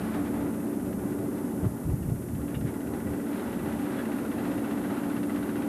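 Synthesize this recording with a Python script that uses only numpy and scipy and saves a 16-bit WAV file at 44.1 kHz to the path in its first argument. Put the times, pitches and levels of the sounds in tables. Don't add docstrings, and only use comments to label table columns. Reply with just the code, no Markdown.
import sys
import numpy as np
from scipy import signal
from scipy.fft import rfft, irfft
from scipy.io import wavfile
from scipy.ndimage import uniform_filter1d

SR = 44100
rng = np.random.default_rng(int(sys.argv[2]) if len(sys.argv) > 2 else 0)


def pcm_store(signal):
    levels = np.round(np.clip(np.atleast_2d(signal), -1, 1) * 32767)
    wavfile.write(sys.argv[1], SR, levels.astype(np.int16).T)


N = 250488
T = np.arange(N) / SR
FREQS = np.maximum(np.arange(N // 2 + 1) * SR / N, 1)


# (frequency [Hz], relative level [dB])
DRONE_COLOUR = [(45, -63), (80, -19), (110, -9), (165, -12), (190, -3.5), (240, 1), (310, -3.5),
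                (390, -10.5), (470, -12.5), (700, -30.5)]
RUSH_COLOUR = [(250, 2.5), (430, -8), (560, -4), (750, -4.5), (1000, -8.5), (1400, -11.5), (2000, -20.5),
               (3500, -34)]
CLATTER_COLOUR = [(400, -17), (900, 0.5), (1500, -1), (2000, -5.5), (2400, -8.5), (3000, -11.5),
                  (3700, -15), (4500, -19), (7000, -29.5)]
# (frequency [Hz], width [Hz], lift [dB])
FUNNEL_MODES = [(188.3, 4.9, 8.5), (219.8, 7.2, 5.5), (354, 10.2, 7), (376.6, 7.2, 7.5), (403, 5.4, 10.5),
                (549.5, 28, 5.5), (643, 99, 4), (807, 20, 5), (871, 14, 7.5), (1443, 12, 6),
                (1973, 55, 5.5), (2665, 82, 0), (3430, 50, 2.5)]
# (time [s], carry [dB])
WIND_CARRY = [(0, 0.5), (.2, -2), (.6, -4.5), (1.3, -6), (1.7, -4.5), (2.5, -4.5), (2.8, -5), (3.45, -0.1),
              (5.68, -0.5)]

def engines(drone_db=-31.5, rush_db=-40.5, clatter_db=-47.5, throb=0.028, flutter_db=1.05):
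    carry_db, = curves(WIND_CARRY)
    beat = diesel_beat()
    surge = unit(1 + throb * beat)
    drone = steady(noise(DRONE_COLOUR, FUNNEL_MODES), span_s=.1) * undb(drone_db + 0.11 * carry_db)
    rush = noise(RUSH_COLOUR, FUNNEL_MODES) * surge * undb(rush_db + 0.5 * carry_db)
    clatter = noise(CLATTER_COLOUR, FUNNEL_MODES) * surge * undb(clatter_db + 1.87 * carry_db)
    knock = diesel_knock(beat)
    flutter = undb(flutter_db * walk(rate_hz=22.256))
    return drone + (rush + clatter) * flutter + knock


# (time [s], speed [turns/s])
SHAFT_SPEED = [(0, 15.28), (1.2, 15.40), (2.1, 15.52), (3.0, 15.24), (4.1, 15.21), (5.0, 15.35)]

def diesel_beat(first_knock_s=.012, rise_s=0.00075, decay_s=0.017, uneven_db=.5):
    speed, = curves(SHAFT_SPEED)
    turns = np.cumsum(speed) / SR - first_knock_s * speed[0] + 1
    age_s = turns % 1 / speed
    force = undb(uneven_db * rng.standard_normal(int(turns[-1]) + 1))
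    attack = 1 - np.exp(-(age_s / rise_s) ** 2)
    return unit(force[turns.astype(int)] * attack * np.exp(-age_s / decay_s))


# (frequency [Hz], width [Hz], relative level [dB])
KNOCK_MODES = [(1430, 170, 7), (1650, 570, -4), (1945, 91, 2), (2694, 66, 0.5), (3030, 84, -14),
               (3360, 36, -18), (3820, 210, -13)]
# (time [s], level [dB])
KNOCK_AT_STERN = [(0, -58), (.6, -58.5), (1.7, -63), (2.2, -54.5), (3.0, -54.5), (4.3, -51.5), (5.4, -50)]

def diesel_knock(beat):
    level_db, = curves(KNOCK_AT_STERN)
    return steady(ringing(KNOCK_MODES), span_s=0.0075) * beat * undb(level_db)


# (middle time [s], added level [dB], half length [s])
HUM_RISES = [(.4, -48.5, .3), (1.18, -33, 0.034), (3.28, -38.5, .07), (5.35, -42.5, 0.5)]

def hum(pitch_hz=290.3, level_db=-37, waver_db=2.0, waver_hz=0.853):
    phase = 2 * np.pi * np.cumsum(pitch_hz + waver_hz * walk(rate_hz=9)) / SR
    rms = undb(level_db + waver_db * walk(rate_hz=16)) + swells(HUM_RISES)
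    return np.sqrt(2) * np.sin(phase) * rms


# (frequency [Hz], relative level [dB])
WIND_COLOUR = [(20, -23), (35, -10), (50, -14.5), (75, -3), (115, -4), (160, -3.5), (250, -17),
               (800, -35.5)]
# (middle time [s], level [dB], half length [s])
WIND_GUSTS = [(.39, -38.5, 0.1), (.9, -40, 0.087), (1.648, -21.5, 0.019), (1.72, -30, 0.039),
              (1.88, -29, .05), (2.08, -26.5, 0.14), (2.38, -30, 0.103), (2.62, -30, 0.082),
              (2.9, -38, 0.095), (3.1, -34, 0.072), (3.65, -40, 0.19), (4.5, -46.5, .15)]
# (start time [s], peak level [dB], pitch [Hz], swell time [s])
EDDIES = [(1.624, -21, 85, 0.0033), (1.648, -15, 119, 0.0079), (1.832, -25, 69.4, 0.011),
          (1.884, -14.5, 109, 0.0043), (1.906, -14.5, 66.7, 0.0044), (1.929, -13, 109, 0.0061),
          (2.082, -11.5, 81.5, 0.0025), (2.113, -12, 120, 0.0045), (2.332, -21, 105, 0.0029),
          (2.563, -18.5, 110, 0.0042), (2.602, -25, 91, 0.0088), (2.638, -20, 113, 0.0069)]

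def wind(breeze_db=-46.5, restless_db=2.2, ragged=0.16):
    breeze = undb(breeze_db + restless_db * walk(rate_hz=6))
    rumble = steady(noise(WIND_COLOUR), span_s=0.049) * np.hypot(breeze, swells(WIND_GUSTS))
    clock = np.cumsum(1 + ragged * walk(rate_hz=200)) / SR
    thumps = 0
    for start_s, peak_db, hz, swell_s in EDDIES:
        age = np.maximum(T - start_s, 0) / swell_s
        swell = (age / 2) ** 2 * np.exp(2 - age)
        eddy = np.sin(2 * np.pi * hz * (clock - np.interp(start_s, T, clock)))
        thumps = thumps + undb(peak_db) * swell ** 2 * eddy
    return rumble + thumps


# (time [s], strength [dB], decay [s])
GEAR_CLINKS = [(.925, -54, 0.0094), (1.378, -53.5, 0.0085), (2.025, -50, 0.0061), (2.345, -60, 0.0099),
               (2.473, -58, 0.0092), (2.543, -43, 0.016)]
# (frequency [Hz], width [Hz], relative level [dB])
GEAR_MODES = [(1430, 250, -5), (1900, 480, -2), (2810, 59, 6), (3370, 150, -13), (3680, 150, -11)]

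def gear(rise_s=0.0027):
    contact = 0
    for start_s, db, decay_s in GEAR_CLINKS:
        age_s = np.maximum(T - start_s, 0)
        contact = contact + undb(db) * 2 * (1 - np.exp(-age_s / rise_s)) * np.exp(-age_s / decay_s)
    return steady(ringing(GEAR_MODES), span_s=0.01) * contact


def pulley_squeak(at_s=3.998, half_length_s=.022, pitch_hz=1700, rough=.006, db=-42.5, octave_db=-10):
    phase = 2 * np.pi * np.cumsum(pitch_hz * (1 + rough * walk(rate_hz=200))) / SR
    tone = np.sin(phase) + undb(octave_db) * np.sin(2 * phase)
    return tone * swells([(at_s, db, half_length_s)])


# (middle time [s], level [dB], half length [s])
BOOT_SLIDES = [(0.043, -49, 0.13), (0.146, -43, 0.012), (0.265, -44.5, 0.025), (1.12, -52, 0.032),
               (1.37, -51, 0.028), (2.51, -48.5, 0.034), (2.68, -45, 0.039), (3.36, -45, 0.067),
               (3.95, -45, .08)]
# (frequency [Hz], relative level [dB])
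SOLE_COLOUR = [(700, 6.5), (1700, 5), (2600, -4.5), (3800, -11), (5500, -20)]

def boot_scuffs():
    return noise(SOLE_COLOUR) * swells(BOOT_SLIDES)


def undb(db):
    return 10 ** (np.asarray(db) / 20)


def unit(x):
    return x / np.sqrt(np.mean(x ** 2))


def curves(table):
    times, *columns = np.transpose(table)
    return [np.interp(T, times, column) for column in columns]


def swells(table):
    return sum(undb(db) * np.exp(-((T - middle_s) / half_s) ** 2) for middle_s, db, half_s in table)


def walk(rate_hz):
    hold = int(SR / rate_hz)
    steps = np.repeat(rng.standard_normal(N // hold + 1), hold)
    return 1.526 * uniform_filter1d(uniform_filter1d(steps, hold), hold)[:N]


def noise(colour, resonances=()):
    hz, db = np.transpose(colour)
    shape_db = np.interp(np.log(FREQS), np.log(hz), db)
    for centre, width, lift in resonances:
        shape_db = shape_db + lift / (1 + (2 * (FREQS - centre) / width) ** 2)
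    skirts = np.minimum(FREQS / hz[0], 1) ** 2 * np.minimum(hz[-1] / FREQS, 1) ** 2
    return unit(irfft(rfft(rng.standard_normal(N)) * undb(shape_db) * skirts, N))


def ringing(modes):
    ring = sum(undb(db) * np.abs(1 / (1 + 2j * (FREQS - hz) / width)) ** 1.2 for hz, width, db in modes)
    return unit(irfft(rfft(rng.standard_normal(N)) * ring, N))


def steady(x, span_s):
    return x / np.sqrt(uniform_filter1d(x ** 2, int(span_s * SR)) + 1e-9)


def scene():
    deck = engines() + hum() + wind() + gear() + boot_scuffs() + pulley_squeak()
    return np.array([deck, deck])


def gain_control(x, threshold_db=-25.0, recover_s=0.64, sense_s=0.017, attack_s=0.0091):
    def lag(v, span_s):
        return signal.lfilter([1], [1, -np.exp(-1 / (span_s * SR))], v) / (span_s * SR)

    level_db = 10 * np.log10(lag(x[0] ** 2, sense_s) + 1e-12)
    over_db = np.maximum(level_db - threshold_db, 0)
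    fade = np.exp(-T / recover_s)
    held_db = np.maximum.accumulate(over_db / fade) * fade
    return x * undb(-lag(held_db, attack_s))


# (frequency [Hz], relative level [dB])
HISS_COLOUR = [(1000, -23), (4000, -16.5), (5500, -10), (7000, -6.5), (8500, -3.5), (10000, -0.5),
               (11500, 1), (12700, -0.5), (13700, -6.5)]

def record(dry, hiss_db=-52.0, side_db=-20, low_cut_hz=42, top_hz=13850, headroom=0.2):
    highpass = signal.butter(4, low_cut_hz, btype="high", fs=SR, output="sos")
    lowpass = signal.ellip(12, .1, 85, top_hz, fs=SR, output="sos")
    ducked = gain_control(signal.sosfilt(highpass, dry))
    taped = headroom * np.tanh(ducked / headroom)
    hiss = noise(HISS_COLOUR) + undb(side_db) * noise(HISS_COLOUR) * np.array([[1], [-1]])
    return signal.sosfilt(lowpass, taped + undb(hiss_db) * hiss)


dry = scene()
out = record(dry)
pcm_store(out)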